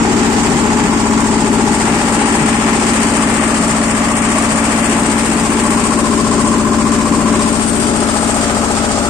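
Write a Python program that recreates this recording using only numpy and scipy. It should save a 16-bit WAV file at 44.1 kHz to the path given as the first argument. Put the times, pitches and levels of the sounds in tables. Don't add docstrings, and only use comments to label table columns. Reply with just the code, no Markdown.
import sys
import numpy as np
from scipy import signal
from scipy.fft import rfft, irfft, next_fast_len
from scipy.io import wavfile
from scipy.ndimage import uniform_filter1d, map_coordinates

SR = 44100
rng = np.random.default_rng(int(sys.argv[2]) if len(sys.argv) > 2 else 0)


def invert_db(level):
    return 10 ** (np.asarray(level, dtype=float) / 20)


def persist_wave(psi):
    counts = np.round(np.clip(psi, -1, 1) * 32767).astype(np.int16)
    wavfile.write(sys.argv[1], SR, np.atleast_2d(counts).T)


N = 400869
HZ = np.fft.rfftfreq(next_fast_len(N), 1 / SR) + 1e-3

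# (time [s], four-stroke cycles [1/s])
SPEED_HZ = [(0, 14.868), (.5, 14.851), (1.3, 14.755), (2.2, 14.823), (2.9, 14.748), (3.8, 14.787),
            (4.8, 14.794), (5.5, 14.868), (6.3, 14.8), (7.1, 14.802), (7.8, 14.725), (8.4, 14.701),
            (9.09, 14.573)]
START_CYCLE, CYCLE_HZ = .095, 14.8
# (time [s], turn left [-1..1], nod down [-1..1], lean back [-1..1], lean out [-1..1])
HEAD_POSE = [(0.0, 0.087, 1.2, 0.61, -0.32), (0.5, 0.15, 0.98, 0.65, -0.42), (1.2, -0.18, 0.3, 0.34, -0.61),
             (1.55, 0.15, 0.53, 0.94, 0.14), (1.9, 0.072, 0.67, -0.13, 0.12),
             (2.8, -0.18, 0.42, -0.027, 0.88), (3.5, -0.11, 0.16, -0.66, 0.27),
             (4.0, -0.35, -0.41, -0.9, -0.33), (4.8, -0.3, -0.29, -0.97, 0.26),
             (5.2, -0.055, 0.054, -0.17, 0.51), (5.7, -0.11, 0.14, 0.15, 0.54),
             (6.1, 0.42, 0.11, 0.61, 0.29), (6.6, -0.15, -0.52, 0.14, -0.55),
             (7.3, 0.0035, -0.49, 0.39, -0.22), (7.7, 0.64, -0.28, 0.51, 1.17),
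             (8.1, 0.74, 0.37, 0.15, 0.22), (8.5, 0.74, 0.19, -0.28, -1.07), (9.09, 1, 0.52, -0.21, -1.2)]
# (rest [dB], per turn [dB], per nod [dB], per lean back [dB], per lean out [dB])
PART_LEVELS_DB = [
    (-16.5, -3.5, -0.5, 2, 0),
    (-27.5, 0, -0.5, 1, -0.9),
    (-23, -1.5, 0.4, 4, 0.3),
    (-28.5, 4.5, -2.5, -3.5, 0.5),
    (-27.5, -3, 5.5, 0, 0.1),
    (-29.5, -5.5, -2.5, 1, -1.5),
    (-33, 3.5, 2.5, -3, 0.5),
    (-28, -4, 3.5, -2.5, 1.2),
    (-28, 1.2, 1.25, -0.5, 0.3),
    (-28, 3, -1, -2.5, 3),
]
# (rest [dB], per turn [dB], per nod [dB], per lean back [dB], per lean out [dB])
PART_PANS_DB = [
    (5, 5, -2.1, 1, -0.5),
    (7.5, 1.5, -1, 1.5, 0),
    (4, 3.5, 0, 1.5, -2.5),
    (2, 0.5, 1.5, -1.5, -1.5),
    (7.5, 4, -6.5, 5.5, 3.5),
    (13.5, -1, 4, 0, 4),
    (19, 6, -9, -13, 13),
    (3.5, -5.5, 2.5, -3, 0.5),
    (-1.5, 4, -1.5, 0, 1.5),
    (7, 13, -4.5, -3, 7),
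]
# (at rest [s], per turn [s], per nod [s])
PORT_LAG_S = (.00004, -0.0003, 0.00013)
# (frequency [Hz], left [dB], right [dB])
PORT_COLOUR = [(1355, -6, -5.5), (1710, 1, -14), (3010, -5, -14.5), (4390, -11, -7), (4300, -4.5, -7.5),
               (6400, -9.5, -3.5), (7470, -5.5, 5), (8380, 3.5, -1), (9160, -1.5, -1), (9510, -10, -41),
               (10600, -20, -40), (10630, -15.5, -43), (12300, -33, -21), (15300, -32, -38)]
FAN_DB, FAN_PER_TURN_DB = -45.5, 0.5
# (time [s], peak level [dB], frequency [Hz])
LOW_THUDS = [(0.392, -19, 152), (0.525, -13, 152), (0.726, -28, 178), (0.827, -8.5, 181),
             (1.474, -31, 163), (1.563, -31, 169), (1.812, -19, 151), (1.9, -15, 159), (2.015, -24, 161),
             (2.401, -13, 148), (2.666, -19, 145), (2.758, -31, 162), (3.603, -16, 179), (3.701, -18, 145),
             (4.249, -26, 162), (4.514, -22, 166), (5.53, -30, 167), (6.275, -32, 161), (6.838, -16, 151),
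             (7.083, -23, 162), (7.964, -35, 161), (8.582, -32, 166)]

# (start [s], end [s])
STANCES_S = [
    (0.5, 1.4),
    (1.1, 2.57),
    (3, 4.7),
    (5.5, 7.55),
    (8, 10),
]
STANCE_TURN_S = 0.31
# (frequency [Hz], peak [share of cycle], level [dB], left minus right [dB])
PANEL_RINGS = [
    [(855, .94, -28.5, 5), (830, .22, -36, 3), (700, .9, -39, 4), (1010, .58, -40, 9), (1130, .85, -40, 6)],
    [(858, .95, -29, 3), (850, .22, -35, 2), (960, .86, -37, 12), (1010, .64, -39, 12), (1400, .57, -41, 6),
     (1900, .6, -42, 12)],
    [(1140, .97, -33, 8), (1140, .8, -37, 9), (615, .64, -32.5, -2), (860, .96, -34, 1), (705, .42, -38, 0),
     (1210, .38, -38, 10), (1940, .6, -40, 12)],
    [(1035, .62, -30, 13), (1100, .77, -30.5, 7), (1045, .94, -30.5, 12), (595, .85, -36, -3),
     (595, .05, -37, -3)],
    [(1290, .55, -37, 12), (1270, .86, -37, 9), (845, .93, -33, 7), (605, .83, -33, 1), (420, .82, -33, 5),
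     (510, .6, -38, 5), (700, .3, -38, 3)],
]
PANEL_RISE_CYCLES, PANEL_FALL_CYCLES, PANEL_SCATTER_DB, PANEL_SLIP_RAD = .06, .09, 1.8, .4

# (onset [share of cycle], level [dB], decay [cycles])
VALVE_BLOWS = [(.52, 8, 0.19), (.74, 6.3, 0.19), (0.95, 5.5, 0.27), (.86, 2.5, 0.27)]

# (frequency [Hz], width [Hz], level [dB])
SUMP_MODES = [(548, 60, -2), (587, 20, 1), (621, 42, -1), (696, 110, 1)]
BLOCK_MODES = [(800, 67, -8.5), (829, 43, -2), (863, 23, -4), (940, 100, -2.5)]
BONNET_MODES = [(1006, 130, 0), (1079, 52, 1), (1137, 21, 0)]
HEAD_MODES = [(1216, 170, 10.5), (1321, 14, 13.5), (1230, 41, -18), (1470, 25, -26)]
COMBUSTION_BLOWS = [(.55, .15), (.75, .1), (.9, .08), (.15, .08)]
# (steady bed [dB], then each of four blows [dB])
CASTING_DRIVE_DB = [
    (9, -29, 2, -1, -15),
    (-4.5, -26, -4, -8.5, -1),
    (-4, -4.5, -5, 3, -28),
    (12, 6, -17, 3, -14),
]
# (multiple of cycle rate [-], level against ring [dB])
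WHINE_LINES = [
    [(40, -10), (42, -16.5), (43.3, -16.5), (48, -12.5)],
    [(57.86, -11.5), (55.9, -12.5)],
    [(71.2, -15), (76.3, -10), (66.9, -13)],
    [(86, -19)],
]
WHINE_WANDER_RAD, WHINE_SWELL_DB = 0.26, 3
# (onset [share of cycle], level against one cycle of rattle [dB])
FIRING_RAPS = [
    [(.58, -18.5)],
    [(.86, -16.5)],
    [(.55, -15.5), (.87, -11)],
    [(.57, -13), (.85, -17)],
]
RAP_SCATTER_DB = 2

# (multiple of cycle rate [-], level [dB])
GAS_HARMONICS = [(1, -30), (2, -18), (3, -11), (4, -14), (5, -8), (6, -16.5), (7, -11), (8, -15),
                 (9, -18.5), (10, -23), (11, -11.5), (12, -8.5), (13, -20.5), (14, -5), (15, 3.5),
                 (16, -2.5), (17, -4), (18, -9), (19, -1.5), (20, -8), (21, -12), (22, -9), (23, -13),
                 (24, -12), (25, -14), (26, -26), (27, -12.5), (28, -6), (29, -16), (30, -27)]
INTAKE_GULPS = [(.148, .76), (.285, -.73), (.466, -.74), (.983, -1)]
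EXHAUST_PUFFS = [(.17, -.62), (.394, 1), (.46, .47), (.692, -.7)]
MUFFLER_SLAPS = [(.285, -.58), (.576, .5), (.661, .53), (.703, -1)]
# (frequency [Hz], level [dB])
RUMBLE_COLOUR = [(30, -35), (110, -12.5), (150, -7.5), (200, -4.5), (280, -4), (350, -1), (430, -2),
                 (520, -10.5)]

# (frequency [Hz], mid need over mean [dB], side need over mean [dB], step over band rms [dB])
MUTE_LIMITS = [(700, -40, -40, -18), (1500, -30, -30, -11), (2500, -12, -12, -5), (3300, -6, -6, -1),
               (4300, -4, -4, 0), (5400, -5.5, -5.5, -1), (6400, -7.5, -7.5, -4), (7000, -18, -18, -8),
               (9300, -16, -16, -8), (9800, 6, 6, 3), (10300, 5, 5, 3), (10900, 2, 2, 3), (12500, 1, 1, 3),
               (14500, 0, 0, 3), (15300, 5, 5, 3)]
MUTE_CHANCE_DB, MUTE_SHARED = 4.5, .9
# (time [s], relief [dB])
MUTE_RELIEF = [(0, -1), (1.4, -1), (1.8, 2), (2.3, -2), (3.7, -3), (4.3, 2), (5.8, 3), (6.4, -1), (7.2, -1),
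               (7.6, 4), (9.09, 2)]
MUTE_RELIEF_HZ = (9500, 10200, 11400, 12200)


def curves(table):
    s, *columns = np.transpose(table)
    return [np.interp(np.arange(N) / SR, s, c) for c in columns]


def posed(table):
    table = np.array(table)
    return table[:, :1] + table[:, 1:] @ np.array(curves(HEAD_POSE))


def colour(x, gain):
    size = next_fast_len(N)
    y = irfft(rfft(x, size) * gain, size)[..., :N]
    return y / np.sqrt(np.mean(y ** 2, axis=-1, keepdims=True))


def shape(hz, db):
    return invert_db(np.interp(np.log(HZ), np.log(hz), db))


def band(lo_hz, hi_hz, order=4):
    return 1 / np.sqrt((1 + (lo_hz / HZ) ** (2 * order)) * (1 + (HZ / hi_hz) ** (2 * order)))


def walk(rate_hz):
    k = int(SR / rate_hz)
    held = np.repeat(rng.standard_normal(N // k + 1), k)
    return 1.15 * uniform_filter1d(uniform_filter1d(held, k), k)[:N]


def pair(x, like):
    like = np.clip(like, 0, 1)
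    return np.sqrt(like) * x[0] + np.sqrt(1 - like) * x[1:]


def place(x, db, pan_db, like):
    gain = invert_db(np.array([pan_db, -pan_db]) / 2)
    return x * gain * invert_db(db) * 2 / np.sqrt(np.sum(gain ** 2, axis=0) + 2 * like)


def gate(cycle, blows, bed_db, scatter_db):
    out = invert_db(bed_db)
    for share, db, decay_cycles in blows:
        since = cycle + 1 - share
        strength = invert_db(db + scatter_db * rng.standard_normal(200))[since.astype(int)]
        out = out + strength * np.exp(-(since % 1) / decay_cycles)
    return out


def fan(turn):
    hiss = colour(rng.standard_normal((2, N)), band(8200, 17400, order=8) * shape([10000, 15500], [0, -8]))
    return place(hiss * invert_db(0.69 * walk(9.0)), FAN_DB + FAN_PER_TURN_DB * turn, np.full(N, 2.5), 0)


def thuds():
    out = np.zeros(N)
    t = np.arange(int(.2 * SR)) / SR
    swell = t / 0.025 * np.exp(1 - t / 0.017)
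    for s, db, hz in LOW_THUDS:
        i = int(s * SR)
        out[i:i + len(t)] += invert_db(db - 2.5) * swell * np.sin(2 * np.pi * hz * t)
    return place(out, 0, np.full(N, 4.5), 0.4)


def panels(cycle):
    t, out = np.arange(N) / SR, 0
    for (start, end), rings in zip(STANCES_S, PANEL_RINGS):
        facing = np.clip(np.minimum(t - start, end - t) / STANCE_TURN_S + .5, 0, 1)
        for hz, share, db, pan_db in rings:
            since = cycle + 1.5 - share
            off = since % 1 - .5
            scatter, slip = rng.standard_normal((200, 2))[since.astype(int)].T
            swell = np.exp(-(off / np.where(off < 0, PANEL_RISE_CYCLES, PANEL_FALL_CYCLES)) ** 2)
            tone = np.cos(2 * np.pi * hz / CYCLE_HZ * off + PANEL_SLIP_RAD * slip)
            ring = swell * invert_db(PANEL_SCATTER_DB * scatter) * tone
            out = out + place(facing * ring / ring.std(), db, np.full(N, pan_db), 1)
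    return out


def clatter(cycle, levels_db, pans_db):
    hz, *ports_db = np.transpose(PORT_COLOUR)
    ports = np.array([shape(hz, db) for db in ports_db])
    swell = gate(cycle, VALVE_BLOWS, -1.3, 2.9)
    flutter_db = walk(9.8)
    bands = [(1490, 2960, 0.29, 2.1), (2940, 7410, 0.44, 1.1), (6960, 14300, 0.86, 2.2)]
    out = 0
    for k, (lo_hz, hi_hz, depth, grain_db) in enumerate(bands):
        ticks = rng.standard_normal((2, N)) * invert_db(grain_db * rng.exponential(size=(2, N)))
        ticks = ticks * swell ** depth * invert_db(0.3 * depth * flutter_db + 0.83 * walk(20))
        ticks = colour(ticks, ports * band(lo_hz, hi_hz, order=6))
        out = out + place(ticks, levels_db[k], pans_db[k], 0)
    return out


def whine(cycle, lines):
    out = 0
    for k, db in lines:
        level = invert_db(db + WHINE_SWELL_DB * walk(2.08)) * np.sqrt(2)
        out = out + level * np.cos(2 * np.pi * k * cycle + WHINE_WANDER_RAD * walk(3.13))
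    return out


def raps(cycle, table):
    out = np.zeros(N)
    for share, db in table:
        count = np.floor(cycle + 1 - share).astype(int)
        strength = invert_db(db + RAP_SCATTER_DB * rng.standard_normal(200))
        out[1:] += np.diff(count) * strength[count[1:]] * np.sqrt(SR / CYCLE_HZ)
    return out


def knock(cycle, levels_db, pans_db):
    pattern = rng.standard_normal((2, 3, 2048))[:, :, (cycle % 1 * 2048).astype(int)]
    drift_rad = 0.7 * walk(1.622)
    same = np.cos(drift_rad) * pattern[0] + np.sin(drift_rad) * pattern[1]
    fresh, out = rng.standard_normal((3, N)), 0
    castings = [(SUMP_MODES, .8, .3), (BLOCK_MODES, .7, .3), (BONNET_MODES, .55, .3), (HEAD_MODES, .3, .25)]
    for k, (modes, like, repeat) in enumerate(castings):
        bed_db, *blows_db = CASTING_DRIVE_DB[k]
        blows = [(share, db, decay) for (share, decay), db in zip(COMBUSTION_BLOWS, blows_db)]
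        force = uniform_filter1d(gate(cycle, blows, bed_db, 1.3), size=150)
        push = (np.sqrt(repeat) * same + np.sqrt(1 - repeat) * fresh) * force
        push = push + raps(cycle, FIRING_RAPS[k])
        response = sum(invert_db(db) / (1 + 2j * (HZ - hz) / width) for hz, width, db in modes)
        ring = colour(pair(push, like), response * band(520, 2000, order=2))
        out = out + place(ring + whine(cycle, WHINE_LINES[k]), levels_db[k], pans_db[k], like)
    return out


def pipes(cycle, levels_db, pans_db):
    exhaust_db, intake_db, upper_db = levels_db
    exhaust_pan_db, intake_pan_db, upper_pan_db = pans_db
    pulses = (INTAKE_GULPS, EXHAUST_PUFFS, MUFFLER_SLAPS)
    parts = np.zeros((3, N))
    for k, db in GAS_HARMONICS:
        part = (k > 9) + (k > 20)
        lag = np.angle(1 / (1 - (k / 14.4) ** 2 + 1j * k / 14.4 / 20))
        beat = np.angle(sum(size * np.exp(-2j * np.pi * k * share) for share, size in pulses[part]))
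        rough = .03 if k < 20 else .08
        phase = 2 * np.pi * k * cycle + beat + lag + rough * 2 * walk(3.12)
        parts[part] -= invert_db(db + 12 * rough * walk(4)) * np.cos(phase)
    intake, exhaust, upper = parts / parts.std(axis=1, keepdims=True)
    rumble_gain = shape(*np.transpose(RUMBLE_COLOUR)) * band(25, 434)
    rumble = colour(pair(rng.standard_normal((3, N)), 0.98), rumble_gain)
    rumble = rumble * invert_db(1.57 * walk(4.9))
    return (place(intake, intake_db, intake_pan_db, 0.82) + place(exhaust, exhaust_db, exhaust_pan_db, 0.76)
            + place(upper, upper_db - 5.5, upper_pan_db, 0.73)
            + place(rumble, upper_db - 0.5, upper_pan_db, 0.53))


def mute(x):
    n, line = np.arange(2048), np.arange(1024)
    window = signal.windows.kaiser_bessel_derived(2048, 4 * np.pi)
    basis = window[:, None] * np.cos(np.pi / 1024 * np.outer(n + 512.5, line + .5))
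    blocks = np.pad(x, ((0, 0), (1646, 2048 - (N + 1646) % 1024))).reshape(2, -1, 1024)
    z = (np.concatenate([blocks[:, :-1], blocks[:, 1:]], axis=2) @ basis).transpose(0, 2, 1)
    hz = line * SR / 2048
    s = (np.arange(z.shape[2]) * 1024 - 622) / SR
    which = np.where(hz < 7000, hz // 172, 41 + (hz - 7000) // 345).astype(int)
    starts = np.flatnonzero(np.diff(which, prepend=-1))
    lengths = np.diff(np.append(starts, len(hz)))
    band_hz = hz[starts]
    level_db = 10 * np.log10(np.add.reduceat(z ** 2, starts, axis=1) / lengths[:, None] + 1e-18)
    chance = pair(rng.standard_normal((3, *level_db.shape[1:])), MUTE_SHARED)
    db = level_db + MUTE_CHANCE_DB * 1.4 * uniform_filter1d(chance, size=2)
    relief_db = np.outer(np.interp(band_hz, MUTE_RELIEF_HZ, [0, 1, 1, 0]),
                         np.interp(s, *np.transpose(MUTE_RELIEF)))
    at_hz, *need_db, step_db = np.transpose(MUTE_LIMITS)
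    need_db = np.array([np.interp(band_hz, at_hz, d, left=-99) for d in need_db])
    keep = db - db.mean(axis=2, keepdims=True) > need_db[:, :, None] - relief_db
    step = invert_db(level_db + np.interp(band_hz, at_hz, step_db, left=-30)[:, None])
    step = np.repeat(step, lengths, axis=1)
    z = np.round(z / step) * step * np.repeat(keep, lengths, axis=1)
    frames = z.transpose(0, 2, 1) @ basis.T / 512
    return (frames[:, :-1, 1024:] + frames[:, 1:, :1024]).reshape(2, -1)[:, 622:622 + N]


def scene():
    cycle = START_CYCLE + np.cumsum(curves(SPEED_HZ)[0]) / SR
    db, pan_db = posed(PART_LEVELS_DB), posed(PART_PANS_DB)
    turn, nod = curves(HEAD_POSE)[:2]
    left, right = (fan(turn) + thuds() + panels(cycle) + clatter(cycle, db[7:], pan_db[7:])
                   + knock(cycle, db[3:7], pan_db[3:7]) + pipes(cycle, db[:3], pan_db[:3]))
    rest_s, turn_s, nod_s = PORT_LAG_S
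    lag = (rest_s + turn_s * turn + nod_s * nod) * SR
    return np.array([map_coordinates(left, [np.arange(N) - lag], mode="mirror"), right])


def low_pass(x):
    return signal.sosfilt(signal.butter(12, 15400, fs=SR, output="sos"), x)


def record(dry):
    peaks = np.clip(np.tanh(0.91 * dry) / 0.88, -1, 1)
    turn = np.array([[1, 1], [1, -1]]) / np.sqrt(2)
    mix = turn @ mute(turn @ peaks)
    return low_pass(mix)


dry = scene()
out = record(dry)
persist_wave(out)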